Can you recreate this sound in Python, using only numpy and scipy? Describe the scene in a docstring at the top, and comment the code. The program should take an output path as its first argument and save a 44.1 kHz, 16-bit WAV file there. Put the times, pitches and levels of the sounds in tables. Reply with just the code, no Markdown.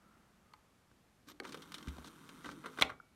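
"""An opened disc player, heard from close above in a quiet room: a soft rush and an airy whine come first.
A screwdriver taps, then scrapes out with a thin steel ring; a switch snaps; parts knock and rub.
The loading motor whirs, hums and rumbles: noise chopped by gear teeth, two hissing bands, two sines.
The tray hits its stop: decaying sines, a noisy shudder and a long chassis ring, then a latch plinks.
Contacts echo in the case and the room; frame bumps are low decaying sines; shaped noise is the room tone."""
import sys
import numpy as np
from scipy import signal
from scipy.fft import rfft, irfft
from scipy.io import wavfile

SR = 44100
rng = np.random.default_rng(int(sys.argv[2]) if len(sys.argv) > 2 else 0)


def inscribe(sig):
    """Save sig as 16-bit PCM at rate SR to the path in sys.argv[1].

    A 1-D sig is mono; a 2-D sig holds one channel per row.
    Samples are clipped to [-1, 1] before scaling.
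    """
    pcm = np.round(np.clip(np.atleast_2d(sig).T, -1, 1) * 32767)
    wavfile.write(sys.argv[1], SR, pcm.astype(np.int16))


N = 138915
T = np.arange(N) / SR  # s


def from_db(db):
    """Amplitude factor of a level in dB."""
    return 10 ** (np.asarray(db) / 20)


def rms_one(x):
    """Scales a signal to rms 1."""
    return x / np.sqrt(np.mean(x ** 2) + 1e-20)


def at_hz(points, hz):
    """Reads a table on a log-frequency axis."""
    points_hz, value = np.transpose(points)
    return np.interp(np.log(hz + 1e-3), np.log(points_hz), value)


def in_time(points):
    """Reads a table at every sample, linear between its rows."""
    return np.interp(T, *np.transpose(points))


def noise():
    """White noise, rms 1."""
    return rng.standard_normal(N)


def colour(x, spectrum, tilt_db_per_octave=0):
    """Gives a steady signal a spectrum; rms 1."""
    hz = np.arange(N // 2 + 1) * SR / N
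    gain_db = at_hz(spectrum, hz) + tilt_db_per_octave * np.log2(hz + 20)
    return rms_one(irfft(rfft(x) * from_db(gain_db), N))


def band(x, hz, kind, order=2):
    """Butterworth filter."""
    sos = signal.butter(order, hz, kind, fs=SR, output="sos")
    return signal.sosfilt(sos, x + 1e-18)


def drift(rate_hz):
    """Chance variation slower than a rate, rms 1."""
    return rms_one(band(noise(), rate_hz, "low"))


def dying(start_s, t60_s):
    """Silence, then an exponential decay from 1."""
    age = np.clip((T - start_s) / t60_s, 0, 10)
    return (T >= start_s) * np.exp(-np.log(1000) * age)


def struck(start_s, modes):
    """Decaying sines set off together, neighbours in opposite directions."""
    out = 0
    for k, (hz, db, t60_s) in enumerate(modes):
        sine = np.sin(2 * np.pi * hz * (T - start_s))
        out = out + (-1) ** k * from_db(db) * dying(start_s, t60_s) * sine
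    return out


def singing_band(track, half_width_hz):
    """A narrow band of noise that follows a track of pitch and level."""
    s, hz, db = np.transpose(track)
    phase = 2 * np.pi * np.cumsum(np.interp(T, s, hz)) / SR
    carrier = drift(half_width_hz) * np.cos(phase) + drift(half_width_hz) * np.sin(phase)
    return from_db(np.interp(T, s, db)) * carrier


# Resonances of the plastic deck. Each row: frequency in Hz, width in Hz, peak in dB over the direct sound.
DECK = [(285, 68, -4.5), (1147, 345, 2), (1374, 90, 0), (1532, 41, 1.5), (2060, 130, -2.5),
        (3140, 170, 0.5), (3676, 160, 2), (4146, 68, -3), (5800, 450, -4), (8550, 200, -1.5),
        (9160, 240, -6.5), (11760, 250, -5)]


def deck(x):
    """The direct sound plus the two-pole resonances of the deck."""
    out = x.copy()
    for hz, width_hz, db in DECK:
        r = np.exp(-np.pi * width_hz / SR)
        zeros = np.array([1, 0, -1]) * (1 - r * r) / 2
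        poles = [1, -2 * r * np.cos(2 * np.pi * hz / SR), r * r]
        out += from_db(db) * signal.lfilter(zeros, poles, x)
    return out


MOTOR_ON_S, MOTOR_OFF_S, MOTOR_RISE_S, MOTOR_FALL_S = 1.435, 2.79, 0.041, .07
TOOTH_HZ, TOOTH_DEPTH, TOOTH_ROUGH, SPEED_WAVER = 161, .34, .1, .007
HUM_WANDER, HUM_FLUTTER = .08, .65  # rms, fraction of pitch and of level
SING_HALF_WIDTH_HZ = 340
# Friction noise ahead of the deck. Each row: frequency in Hz, relative level in dB.
WHIR = [(500, 4), (700, -11), (900, 1), (1400, 1), (1800, -4.5), (2700, -6.5), (3500, -7), (5000, -12),
        (7500, -11.5), (9300, -14), (10500, -16), (12500, -15), (15500, -23.5)]
# Friction noise. Each row: time in s, level in dB.
WHIR_LEVEL = [(1.45, -61.5), (1.68, -62.5), (1.95, -61), (2.15, -63), (2.3, -61.5), (2.4, -61.5),
              (2.6, -64), (2.78, -60)]
# Thin hissing bands of the gears. Each row: time in s, centre in Hz, level in dB.
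SING_HIGH = [(1.42, 11600, -95), (1.52, 11700, -89), (1.85, 11800, -81), (2.05, 12550, -87),
             (2.4, 12850, -88.5), (2.8, 12900, -91)]
SING_LOW = [(1.42, 10300, -93), (1.55, 10200, -82), (1.85, 9400, -91), (2.1, 9400, -80), (2.5, 9300, -80),
            (2.8, 9000, -83.5)]
# Tray rumble ahead of the deck. Each row: frequency in Hz, relative level in dB.
RUMBLE = [(50, -11.5), (110, -5.5), (170, 7), (290, 4.5), (400, -2), (600, -16.5), (1000, -51)]
# Tray rumble. Each row: time in s, level in dB.
RUMBLE_LEVEL = [(1.44, -66), (1.55, -56), (1.65, -65.5), (1.85, -60), (2.05, -60), (2.2, -62.5), (2.4, -62),
                (2.47, -58.5), (2.55, -54), (2.62, -63.5), (2.8, -73)]
# Drive tones. Each row: mean frequency in Hz, sine peak in dB before flutter.
HUM = [(157, -67), (282, -66)]


def drive_hum():
    """Sines that each wander in pitch and flutter in level by chance."""
    out = 0
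    for hz, db in HUM:
        phase = 2 * np.pi * hz * np.cumsum(1 + HUM_WANDER * drift(6.86)) / SR
        out = out + from_db(db) * np.sin(phase) * (1 + HUM_FLUTTER * drift(35))
    return out


def motor():
    """Gear teeth chop the friction noise, while the drive hums and the tray rumbles."""
    rise = np.clip((T - MOTOR_ON_S) / MOTOR_RISE_S, 0, 1)
    fall = np.clip(1 - (T - MOTOR_OFF_S) / MOTOR_FALL_S, 0, 1)
    turning = 2 * np.pi * np.cumsum(1 + SPEED_WAVER * drift(7.4)) / SR
    teeth = rms_one(np.exp(TOOTH_DEPTH * np.cos(TOOTH_HZ * turning) + TOOTH_ROUGH * drift(120)))
    friction = band(colour(noise(), WHIR), 500, "high")
    whir = from_db(in_time(WHIR_LEVEL)) * rms_one(deck(friction))
    sing = singing_band(SING_HIGH, SING_HALF_WIDTH_HZ) + singing_band(SING_LOW, SING_HALF_WIDTH_HZ)
    rumble = from_db(in_time(RUMBLE_LEVEL)) * rms_one(deck(colour(noise(), RUMBLE)))
    return rise * fall * (teeth * (whir + sing) + rumble + drive_hum())


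STOP_S = 2.8222
# Tray against its stop. Each row: frequency in Hz, level in dB, t60 in s.
STOP = [(420, -39, 0.016), (565, -32, 0.038), (675, -32.5, .05), (793, -31.5, .05), (1075, -31, .055),
        (1155, -31, .05), (1382, -29, 0.057), (1790, -39.5, 0.044), (2055, -18, 0.02), (2250, -17, 0.026),
        (3264, -14.5, .013), (3474, -15, 0.012), (3990, -16.5, .014), (5600, -32.5, 0.013),
        (8500, -33.5, 0.0074)]
# Long metal ring. Each row: frequency in Hz, level in dB, t60 in s.
CHASSIS = [(770, -50.5, 0.54), (2060, -67, 0.45), (2270, -61.5, .85)]


def end_stop():
    """The tray's hit sets off short modes and the long ring of the chassis."""
    return struck(STOP_S, STOP) + struck(STOP_S, CHASSIS)


SHUDDER_DB, SHUDDER_T60_S, SHUDDER_ROUGH = -32.5, 0.094, .3
# Whole tray shuddering. Each row: frequency in Hz, relative level in dB.
SHUDDER = [(60, -25.5), (160, -4.5), (270, -17), (550, -3), (900, -6), (1300, -3), (1750, -7), (2300, 3.5),
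           (3700, -10), (5500, -15), (8000, -27.5), (15000, -40.5)]


def shudder():
    """The dense, rattling ring of the tray after the stop: rough, decaying noise."""
    rattle = np.exp(SHUDDER_ROUGH * drift(200))
    return from_db(SHUDDER_DB) * dying(STOP_S, SHUDDER_T60_S) * rattle * colour(noise(), SHUDDER)


BASS_TOP_HZ, TREBLE_FROM_HZ, BASS_LINGERS = 507, 2030, 1.4
# Knocks and ticks of small parts, the switch and the tray reaching its stop.
# Each row: start in s, bass, middle and treble level in dB,
# t60 in s of middle and treble (the bass takes BASS_LINGERS times as long).
KNOCKS = [(.536, -83, -53.5, -62, 0.031), (.914, -72, -62, -71, .02), (1.2867, -66, -55, -49, 0.022),
          (1.4005, -45, -45, -41, 0.0083), (1.4212, -48, -71, -83, 0.035), (1.4352, -55, -68, -55, 0.021),
          (1.4435, -67, -47, -55, 0.032), (1.4507, -58, -41, -50.5, 0.047),
          (1.5222, -68, -52.5, -45, 0.053), (1.5438, -42.5, -43.5, -47, 0.046), (1.573, -53, -59, -55, .03),
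          (1.6203, -69, -56, -51.5, 0.074), (1.7202, -84, -49, -46, 0.038),
          (1.7421, -56, -52.5, -42, 0.068), (1.782, -62, -51, -48.5, 0.04), (1.807, -70, -55, -58, 0.032),
          (1.827, -81, -57.5, -53, 0.038), (1.8722, -56, -50, -52, 0.029), (1.883, -56, -71, -47.5, 0.051),
          (1.9672, -47, -61, -58, 0.014), (1.9835, -40, -57, -50.5, 0.012), (2.046, -59, -51, -54, 0.033),
          (2.291, -55, -54.5, -52, 0.049), (2.4447, -51.5, -41.5, -53.5, 0.046),
          (2.458, -54, -45.5, -54.5, 0.079), (2.49, -54, -39, -65, 0.028), (2.514, -63.5, -55, -52.5, .05),
          (2.6399, -53.5, -48, -66, 0.12), (2.6586, -48.5, -40, -49.5, 0.067),
          (2.7742, -47, -43.5, -51, .035), (2.7868, -43, -37, -47.5, 0.055), (2.798, -58, -55, -40, 0.013),
          (2.8113, -40.5, -33.5, -33.5, 0.011), (2.813, -34, -28, -31, 0.027),
          (2.8183, -46.5, -34.5, -39, 0.04), (2.8225, -37, -23.5, -19.5, 0.0091),
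          (2.893, -73, -42.5, -58, .04), (2.8989, -54, -39, -58.5, 0.048), (2.919, -60, -49, -71, .04)]
# Knock noise ahead of the deck. Each row: frequency in Hz, relative level in dB.
KNOCK_COLOUR = [(60, -18.5), (150, 1.5), (300, -6.5), (500, 3.5), (720, -4.5), (1150, 6), (1700, 2),
                (2500, 3), (4000, 1.5), (7000, -7.5), (11000, -12), (15500, -22)]


def knocks():
    """Each knock sets off a dense cloud of short modes, as decaying noise; the bass lingers."""
    ranges = [
        (BASS_TOP_HZ, "low", BASS_LINGERS),
        ([BASS_TOP_HZ, TREBLE_FROM_HZ], "band", 1),
        (TREBLE_FROM_HZ, "high", 1),
    ]
    out = 0
    for k, (hz, kind, longer) in enumerate(ranges):
        cloud = colour(noise(), KNOCK_COLOUR)
        envelope = sum(from_db(levels[k]) * dying(s, t60_s * longer) for s, *levels, t60_s in KNOCKS)
        steady_level = np.std(deck(band(cloud, hz, kind, order=3)))
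        out = out + band(cloud * envelope, hz, kind, order=3) / steady_level
    return deck(out)


RUB_GRAINS_PER_S, RUB_SMOOTH, RUB_UNEVEN = 1500, 0.88, 0.22
# Parts rub past each other. Each row: start in s, length in s, level in dB, tilt in dB per octave.
RUBS = [(1.266, 0.065, -54.5, 0.5), (1.318, 0.079, -78, -1), (1.438, 0.087, -54, 0),
        (2.034, 0.063, -55.5, 1.5), (2.418, 0.13, -54, 0)]
# Rub noise after the deck. Each row: frequency in Hz, gain in dB.
RUB_COLOUR = [(100, 0), (270, 18.5), (700, -1.5), (1250, 1), (2200, -3), (3600, -1), (6500, -5),
              (9000, -12), (15000, -22)]


def rubs():
    """Tiny slips under an uneven stroke that swells and fades."""
    out = 0
    for start_s, length_s, db, tilt_db_per_octave in RUBS:
        grains = noise() * (rng.random(N) < RUB_GRAINS_PER_S / SR)
        slips = rms_one(grains) + RUB_SMOOTH * noise()
        swell = np.sin(np.pi * np.clip((T - start_s) / length_s, 0, 1))
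        stroke = swell * np.exp(RUB_UNEVEN * drift(90))
        out = out + from_db(db) * stroke * colour(deck(slips), RUB_COLOUR, tilt_db_per_octave)
    return out


TAP_S = .5365
# Screwdriver tip on the pickup. Each row: frequency in Hz, level in dB, t60 in s.
TAP = [(856, -57, 0.09), (1023, -56, .07), (1247, -59, 0.089), (2050, -63, 0.049), (2250, -62, 0.033),
       (4360, -54.5, 0.017)]


def screwdriver_tap():
    """The tip sets off short modes of the pickup."""
    return struck(TAP_S, TAP)


SHAFT_HALF_WIDTH_HZ = 110
# Steel shaft scraping out. Each row: time in s, centre in Hz, level in dB.
SHAFT = [(1.265, 11900, -110), (1.283, 11900, -69), (1.308, 11900, -66), (1.34, 11900, -110)]


def shaft():
    """The shaft sings thinly: one narrow, high band of noise."""
    return singing_band(SHAFT, SHAFT_HALF_WIDTH_HZ)


SWITCH_S = 1.4004
# Switch snapping. Each row: frequency in Hz, level in dB, t60 in s.
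SWITCH = [(249, -52, 0.12), (373, -43, 0.085), (467, -45.5, 0.076), (800, -48, 0.053), (1240, -53, 0.059),
          (1620, -36.5, 0.015), (1850, -40, 0.022), (2204, -40.5, 0.026), (4150, -39.5, .012),
          (4530, -39.5, 0.013)]


def switch():
    """The snap sets off short modes."""
    return struck(SWITCH_S, SWITCH)


LATCH_S = 3.0005
# Latch settling. Each row: frequency in Hz, level in dB, t60 in s.
LATCH = [(1370, -38.5, 0.02), (1490, -42, 0.012)]


def latch():
    """A last small plink of short modes as the latch settles."""
    return struck(LATCH_S, LATCH)


# Bumps of the sprung frame. Each row: start in s, gain in dB.
BUMPS = [(1.875, 2), (1.987, -14.5), (2.469, -20), (2.824, -10)]
# Frame modes ahead of that gain. Each row: frequency in Hz, level in dB, t60 in s.
FRAME = [(48.3, -43, 0.11), (72, -38.5, 0.27), (165, -44, 0.16), (258, -41, .065)]


def bumps():
    """The frame bounces on its rubber mounts: low decaying sines."""
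    return sum(from_db(db) * struck(s, FRAME) for s, db in BUMPS)


CASE_T60_S, CASE_DB = 0.045, -18
# Decay of the room. Each row: frequency in Hz, t60 in s.
ROOM_T60 = [(150, .5), (600, 0.23), (2000, 0.18), (5000, 0.213), (12000, 0.24)]
# Tail level ahead of the octave filter. Each row: frequency in Hz, level in dB.
ROOM_SEND = [(150, -5.5), (600, -10.5), (1400, -17), (3000, -25.5), (12000, -23.5)]


def reflections(x):
    """A quick flutter in the open case and a faint room tail, decaying noise in octave bands."""
    flutter = noise() * dying(0.0015, CASE_T60_S)
    response = from_db(CASE_DB) * flutter / np.linalg.norm(flutter)
    for low_hz in 62.5 * 2 ** np.arange(8):
        centre_hz = low_hz * np.sqrt(2)
        tail = dying(0.024, at_hz(ROOM_T60, centre_hz))
        octave = band(noise() * tail, [low_hz, 2 * low_hz], "band")
        response += from_db(at_hz(ROOM_SEND, centre_hz)) * octave / np.linalg.norm(tail)
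    return signal.fftconvolve(x, response)[:N]


# Soft rush. Each row: frequency in Hz, relative level in dB.
RUSH = [(100, -10.5), (190, 8), (300, 0.5), (500, -4.5), (950, -5), (1330, -1), (1900, -10), (4000, -25),
        (12000, -31)]
# Soft rush fading away. Each row: time in s, level in dB.
RUSH_LEVEL = [(0, -71.5), (.15, -70), (.35, -74.5), (.55, -76.5), (.75, -83), (1.2, -83)]


def rush():
    """Shaped noise that fades away."""
    return from_db(in_time(RUSH_LEVEL)) * colour(noise(), RUSH)


WHINE_HALF_WIDTH_HZ = 55
# Faint, airy whine. Each row: time in s, centre in Hz, level in dB.
WHINE = [(0, 1290, -74), (.14, 1390, -74.5), (.25, 1250, -79.5), (.38, 1256, -85), (.52, 1223, -74),
         (.7, 1214, -92)]


def whine():
    """A narrow band of noise that rises, sinks, swells once more and fades."""
    return singing_band(WHINE, WHINE_HALF_WIDTH_HZ)


FLOOR_DB = -70
# Room tone. 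Each row: frequency in Hz, relative level in dB per Hz.
FLOOR = [(20, -9.5), (55, 3.5), (120, -0.5), (200, 2), (300, -3.5), (450, -8), (800, -9.5), (1300, -11.5),
         (2200, -15), (4000, -19.5), (8000, -23), (13000, -26.5), (15500, -41.5)]


def room_tone():
    """Steady shaped noise, weaker towards the treble."""
    return from_db(FLOOR_DB) * colour(noise(), FLOOR)


CONTACT_LOW_CUT_HZ = 170


def scene():
    """Contacts, thinned of deep bass, echo in case and room; bumps, motor and background stay dry."""
    hits = knocks() + screwdriver_tap() + switch() + end_stop() + latch()
    scrapes = rubs() + shaft()
    contacts = band(hits + scrapes + shudder(), CONTACT_LOW_CUT_HZ, "high")
    background = room_tone() + rush() + whine()
    return (contacts + reflections(contacts) + bumps() + motor() + background)[None]


CUTOFF_HZ = 15750


def record(dry):
    """Cuts the top steeply with an elliptic low-pass."""
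    sos = signal.ellip(10, .1, 70, CUTOFF_HZ, fs=SR, output="sos")  # ripple dB, stopband dB
    return signal.sosfilt(sos, dry)


dry = scene()
out = record(dry)
inscribe(out)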